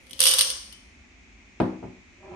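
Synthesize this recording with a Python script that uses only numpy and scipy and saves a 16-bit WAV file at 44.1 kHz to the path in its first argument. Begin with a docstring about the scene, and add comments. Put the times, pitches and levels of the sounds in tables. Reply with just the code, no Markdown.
"""Marbles tumble, clink and settle in a glass jar as it is tipped upright in a small bare room.
Each hit makes the glass ring, and the moving heap sounds a hollow note in the air inside.
The jar is set down on a table with a dull thud and rocks once. Then it is slid along, and tiny
slips of its base make the table groan. The room adds a short echo and a faint, steady noise."""
import sys
import numpy as np
from scipy import signal
from scipy.fft import rfft, irfft
from scipy.io import wavfile
from scipy.ndimage import uniform_filter1d, minimum_filter1d

SR = 44100
rng = np.random.default_rng(int(sys.argv[2]) if len(sys.argv) > 2 else 0)


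def put_to_file(sound):
    """Save the sound as 16-bit audio at rate SR, in the file named by the first command-line argument."""
    columns = np.atleast_2d(sound).T  # one column per channel
    safe = np.clip(columns, -1, 1)
    whole_steps = np.round(safe * 32767)
    wavfile.write(sys.argv[1], SR, whole_steps.astype(np.int16))


N = 103635
T = np.arange(N) / SR
FFT_SIZE = 2 ** 17
HZ = np.maximum(np.arange(FFT_SIZE // 2 + 1) * SR / FFT_SIZE, 1)
LEFT_RIGHT = np.array([[.5], [-.5]])  # splits pan_db between the ears; positive is left
KNOCK_ECHO_S = .41  # like every fade_s, the time to die away by 60 dB

# Levels are in decibels; the hollow ring and the slide get their loudness from their level tables.
# marbles hit the glass and each other: time_s, level_db, pan_db
CLINKS = [(.068, -34.5, 1.5), (0.096, -32, 0), (0.109, -19.5, -3), (0.1314, -23.5, 18), (0.1923, -9.5, 8.5),
          (.2015, -14, -26.5), (.204, 6, -1.5), (0.2158, 3.5, 2), (0.2274, 0.5, -9), (0.238, 4, -8),
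          (0.2486, -4.5, -2.5), (0.2549, 6.5, -2.5), (.2575, -17.5, -0.5), (0.267, 6.5, -4),
          (0.2714, -5.5, 8.5), (0.2718, 3, -11.5), (0.28, -4.5, 5), (.286, -0.5, -5), (0.291, -4, 1),
          (.312, 0, -11.5), (0.318, -9, 4.5), (.337, 2.5, -3), (0.339, -5.5, 13.5), (0.3513, -14, 0.5),
          (0.379, -8.5, -4), (0.385, 4, -2.5), (.391, 3.5, 4.5), (0.393, -10, -17), (.409, 7, 1.5),
          (.419, -3, -2), (0.432, -35, -23), (0.44, -14, 11), (.482, -18.5, 3), (.502, -6, -1.5),
          (0.514, -13, 1), (0.7252, -22, 3.5), (1.618, -39, 14), (1.63, -44, 7)]
# strength of the small hits in the shifting heap: time_s, level_db
HEAP_LEVEL = [(0, -48.5), (.1, -44), (.15, -39), (.188, -29), (.21, -12.5), (.25, -8.5), (.28, -2),
              (.35, -12), (.42, -12.5), (.5, -19.5), (.56, -42), (.8, -70)]
# tone of the filled jar: pitch_hz, gain_db
GLASS_TONE = [(100, -57), (300, -31.5), (450, -36.5), (750, -32.5), (1100, -13), (1700, -12.5), (2500, -8),
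              (2900, 4.5), (3300, 4.5), (3900, -2), (4800, -2), (5700, -0.5), (6500, -6.5), (7400, -14.5),
              (7900, -3), (8700, -0.5), (9100, 5), (9600, -2), (10600, -5.5), (11200, 1.5), (11700, -6),
              (12200, -27), (12800, -7.5), (13700, -6.5), (14700, -17), (15500, -42.5)]
# left-right balance of the glass: pitch_hz, pan_db
GLASS_PAN = [(750, 10.5), (1050, 3.5), (1600, 1.5), (2800, 0), (3400, 5.5), (3900, 8), (4600, 9),
             (5700, 4.5), (6500, 4), (7600, 1), (8500, -4.5), (9100, -11), (9900, -1.5), (10700, -0.5),
             (11500, -1), (14000, 0)]
# notes of the jar's wall: pitch_hz, level_db, fade_s
WALL_NOTES = [(1196, -60, .06), (2826, -48.5, .05), (3060, -42.5, 0.16), (3334, -50, .1),
              (4639, -53.5, 0.15), (4770, -53, .12), (4930, -50.5, .12), (8820, -52.5, .12),
              (9017, -50, .16), (9060, -48, .16), (9480, -47, .12)]
# tone of the room's echo of the glass: pitch_hz, gain_db
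GLASS_ECHO_TONE = [(1000, 2), (3500, -9.5), (6000, 0.5), (9000, -7), (11000, -17), (14000, -12.5)]
# notes of the air in the jar: pitch_hz, level_db, fade_s
HOLLOW_NOTES = [(524, 4, 0.31), (560.5, 1, 0.07)]
# loudness of that hollow ring: time_s, level_db
HOLLOW_LEVEL = [(.02, -70), (.13, -63.5), (.185, -60.5), (.21, -41), (.265, -40.5), (.35, -43), (.43, -48),
                (.52, -52), (.62, -71), (.7, -67)]
# the jar shifts in the hand or meets the table: time_s, level_db, cutoff_hz
THUDS = [(.102, -35.5, 257.5), (.125, -34.5, 260.7), (1.6014, 1.5, 3500), (1.8269, -17.5, 1130),
         (1.8376, -18.5, 1240), (1.8441, -16.5, 250)]
# notes of the table top and low notes of the room: pitch_hz, level_db, fade_s
TABLE_NOTES = [(99, -29.5, .14), (123.2, -26, 0.14), (156, -32, .16), (190.6, -23.5, .4),
               (252.9, -25.5, 0.46), (316, -26.5, 0.55), (327, -26, .38), (368.8, -27.5, 0.35),
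               (430.1, -39, 0.4), (514.4, -30, 0.33), (617.5, -24, .13), (674, -24.5, 0.095),
               (833, -28.5, 0.11), (997, -30.5, 0.061), (1633, -38, 0.089), (2480, -33, 0.043)]
# tone of the knock: pitch_hz, gain_db
KNOCK_TONE = [(25, -33), (50, -14.5), (105, 3), (300, 3.5), (480, -3), (680, -1), (950, -4.5),
              (1300, -10.5), (1700, -16.5), (2100, -19.5), (2550, -23.5), (3200, -26), (4500, -30),
              (6500, -39), (9500, -26.5), (14000, -33)]
# left-right balance of the thuds: pitch_hz, pan_db
THUD_PAN = [(60, -0.7), (190, 1), (260, 2.5), (350, 6), (480, -1), (620, -5.5), (850, -1), (1500, 4.5),
            (2500, -0.5), (5500, 15), (9000, -6), (12000, -0.5)]
# loudness of the sliding jar: time_s, level_db
SLIDE_LEVEL = [(2.15, -73.5), (2.21, -60), (2.23, -50), (2.26, -46), (2.3, -48), (2.325, -42), (2.35, -48)]
# notes under the sliding base: pitch_hz, level_db, fade_s
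SLIDE_NOTES = [(250, -27.5, .05), (370, -2, 0.19), (436, -4.5, .03), (612, -0.5, 0.12), (780, 1, 0.024),
               (992, -1.5, .03), (1213, -23, .04), (1624, -12.5, 0.03), (2370, -11.5, 0.041)]
# tone of the steady room noise: pitch_hz, gain_db
ROOM_NOISE_TONE = [(15, -45.5), (26, -24.5), (38, -10), (53, 1), (70, -4), (103, -11), (150, -23.5),
                   (185, -14.5), (255, -9), (300, -17), (370, -16.5), (490, -27.5), (710, -23.5),
                   (1060, -26), (1500, -25.5), (1800, -21), (2100, -15.5), (2500, -15), (2850, -25),
                   (3300, -27.5), (4000, -30.5), (5000, -33), (6000, -29.5), (7000, -31), (7600, -39),
                   (8300, -40.5), (9500, -56), (15000, -72.5)]
# how alike the room sounds in both ears: pitch_hz, likeness_0_to_1
EAR_LIKENESS = [(60, 0.94), (180, 0.9), (550, 0.4), (1650, 0.02), (15000, 0.1)]


def marbles():
    """Loud clinks and many small hits set the jar's wall ringing, and the room echoes them."""
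    count, hits_per_s = 420, 500
    times = (np.arange(count) + rng.random(count)) / hits_per_s
    levels_db = np.interp(times, *np.transpose(HEAP_LEVEL)) + rng.uniform(-4.9, -3, count)
    small_hits = [(time_s, level_db, 0) for time_s, level_db in zip(times, levels_db)]
    size = 1500  # samples in one hit
    snap_shape = (fade(.0062) * (1 - np.exp(-T / .0005)))[:size]
    chatter_shape = from_db(-2) * fade(.041)[:size]
    hits = np.zeros((2, N))
    for time_s, level_db, pan_db in small_hits + list(CLINKS):
        start = int(time_s * SR)
        gain = from_db(7 + level_db + pan_db * LEFT_RIGHT)
        hits[:, start:start + size] += gain * clink(snap_shape, chatter_shape)
    wall = cut([ring(side, WALL_NOTES) for side in hits], "highpass", hz=700, order=4)
    jar = shape_tone(hits, at_pitch(GLASS_TONE)) + wall
    echo = shape_tone(room_echo(jar, fade_s=.67), at_pitch(GLASS_ECHO_TONE))
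    return shape_tone(jar + echo, at_pitch(GLASS_PAN) * LEFT_RIGHT)


def clink(snap_shape, chatter_shape, likeness=.626):
    """One hit is a sharp snap, a brief chatter through the heap and a few pings."""
    size = len(snap_shape)
    noise = rng.standard_normal((5, size))
    snap = snap_shape * (np.sqrt(likeness) * noise[0] + np.sqrt(1 - likeness) * noise[1:3])
    chatter = chatter_shape * noise[3:]
    return unit_energy(snap + chatter + from_db(-9) * pings(size))


def pings(size, count=5, low_hz=2707, high_hz=11465, fade_s=.051):
    """Struck glass gives brief high tones, picked anew for each hit."""
    pitch_hz = low_hz * (high_hz / low_hz) ** rng.random((count, 1))
    tones = np.exp((2j * np.pi * pitch_hz - np.log(1000) / fade_s) * T[:size])
    ear_phases = np.exp(2j * np.pi * rng.random((2, count, 1)))
    return unit_energy((ear_phases * tones).imag.sum(axis=1))


def hollow_ring():
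    """The tumbling heap keeps the air in the jar ringing with a hollow note."""
    note = cut(ring(rng.standard_normal(N), HOLLOW_NOTES), "highpass", hz=380)
    steady = note / np.sqrt(uniform_filter1d(note ** 2, 2205) + 1e-12)  # evened out over 50 ms
    return steady * from_db(np.interp(T, *np.transpose(HOLLOW_LEVEL), right=-200))


def jar_thuds():
    """The heavy base knocks on the table, which booms; softer touches are duller."""
    blows = np.zeros(N)
    for time_s, level_db, cutoff_hz in THUDS:
        click = signal.unit_impulse(N, int(time_s * SR))
        blows += from_db(level_db) * cut(click, "lowpass", cutoff_hz)
    burst = stereo_noise() * fade(.034)
    knock = from_db(-7) * blows + signal.fftconvolve(blows[None], burst, axes=1)[:, :N]
    knock = shape_tone(knock + room_echo(blows[None], KNOCK_ECHO_S), 19 + at_pitch(KNOCK_TONE))
    boom = ring(blows, TABLE_NOTES, delay_cycles=.73)  # low notes start later
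    thuds = cut(boom + knock, "highpass", hz=52, order=4)
    return shape_tone(thuds, at_pitch(THUD_PAN) * LEFT_RIGHT)


def jar_slide(slips_per_s=1200):
    """Tiny uneven slips of the base make the table groan."""
    slips = (rng.random(N) < slips_per_s / SR) * rng.standard_normal(N)
    groan = cut(ring(slips, SLIDE_NOTES), "lowpass", hz=3500)
    loudness = from_db(np.interp(T, *np.transpose(SLIDE_LEVEL), left=-200))
    groan = loudness * groan / groan.std()
    return groan + from_db(4) * room_echo(groan[None], KNOCK_ECHO_S)


def room_echo(sound, fade_s, length_s=.9, wall_delay_s=.0044):
    """The echo starts with the nearest wall, and its high notes die sooner."""
    hz, time_s, spectrum = signal.stft(stereo_noise()[:, :int(length_s * SR)], SR, nperseg=256)
    fade_rate = np.log(1000) / fade_s * (1 + .15 * hz[:, None] / 10000)
    tail = signal.istft(spectrum * np.exp(-fade_rate * time_s), SR)[1]
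    tail *= T[:tail.shape[1]] > wall_delay_s
    return signal.fftconvolve(sound, unit_energy(tail), axes=1)[:, :N]


def room_noise(level_db=-53):
    """The room has a low rumble and a faint hiss."""
    noise = shape_tone(stereo_noise(), at_pitch(ROOM_NOISE_TONE))
    return from_db(level_db) * noise / noise.std()


def stereo_noise():
    """White noise whose lows are alike in both ears and whose highs are not."""
    likeness = at_pitch(EAR_LIKENESS)
    shared, opposite = rfft(rng.standard_normal((2, FFT_SIZE)))
    spectrum = np.sqrt((1 + likeness) / 2) * shared + np.sqrt((1 - likeness) / 2) * opposite * [[1], [-1]]
    return irfft(spectrum)[:, :N]


def ring(push, notes, delay_cycles=0):
    """A pushed object rings with its own notes, each a fading sine wave."""
    total = 0
    for pitch_hz, level_db, fade_s in notes:
        decay = from_db(-60 / (fade_s * SR))
        angle = 2 * np.pi * pitch_hz / SR
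        note = signal.lfilter([0, np.sin(angle)], [1, -2 * decay * np.cos(angle), decay ** 2], push + 1e-18)
        total += from_db(level_db) * np.interp(T - delay_cycles / pitch_hz, T, note, left=0)
    return total


def shape_tone(sound, gain_db):
    """Turn each pitch up or down by its own amount."""
    cepstrum = irfft(np.log(from_db(gain_db)))
    # folding this onto its first half keeps the filter from sounding ahead of a hit
    cepstrum[..., 1:FFT_SIZE // 2] *= 2
    cepstrum[..., FFT_SIZE // 2 + 1:] = 0
    return irfft(rfft(sound, FFT_SIZE) * np.exp(rfft(cepstrum)))[..., :N]


def cut(sound, kind, hz, order=2):
    """A "lowpass" keeps what is below hz; a "highpass" keeps what is above."""
    return signal.sosfilt(signal.butter(order, hz, kind, fs=SR, output="sos"), sound)


def fade(fade_s):
    """A falling curve with a total energy of one."""
    curve = np.exp(-np.log(1000) * T / fade_s)
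    return curve / np.sqrt(np.sum(curve ** 2))


def unit_energy(stereo):
    """Scale a sound to an average energy of one per ear."""
    return stereo / np.sqrt(np.sum(stereo ** 2) / 2)


def at_pitch(table):
    """Fill in a table's values for every pitch in HZ."""
    pitch_hz, values = np.transpose(table)
    return np.interp(np.log(HZ), np.log(pitch_hz), values)


def from_db(db):
    """Turn decibels into a number to multiply by."""
    return 10 ** (np.asarray(db) / 20)


def scene():
    """Marbles, jar and table over the room's noise."""
    return marbles() + hollow_ring() + jar_thuds() + jar_slide() + room_noise()


def record(dry, cutoff_hz=16800, peak_limit=.92, window_samples=65):
    """Cut the very highest sounds and briefly turn down any peak that is too loud."""
    sound = signal.sosfilt(signal.cheby2(12, 70, cutoff_hz, fs=SR, output="sos"), dry)
    gain = peak_limit / np.maximum(np.abs(sound).max(axis=0), peak_limit)
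    return sound * uniform_filter1d(minimum_filter1d(gain, window_samples), window_samples)


dry = scene()
out = record(dry)
put_to_file(out)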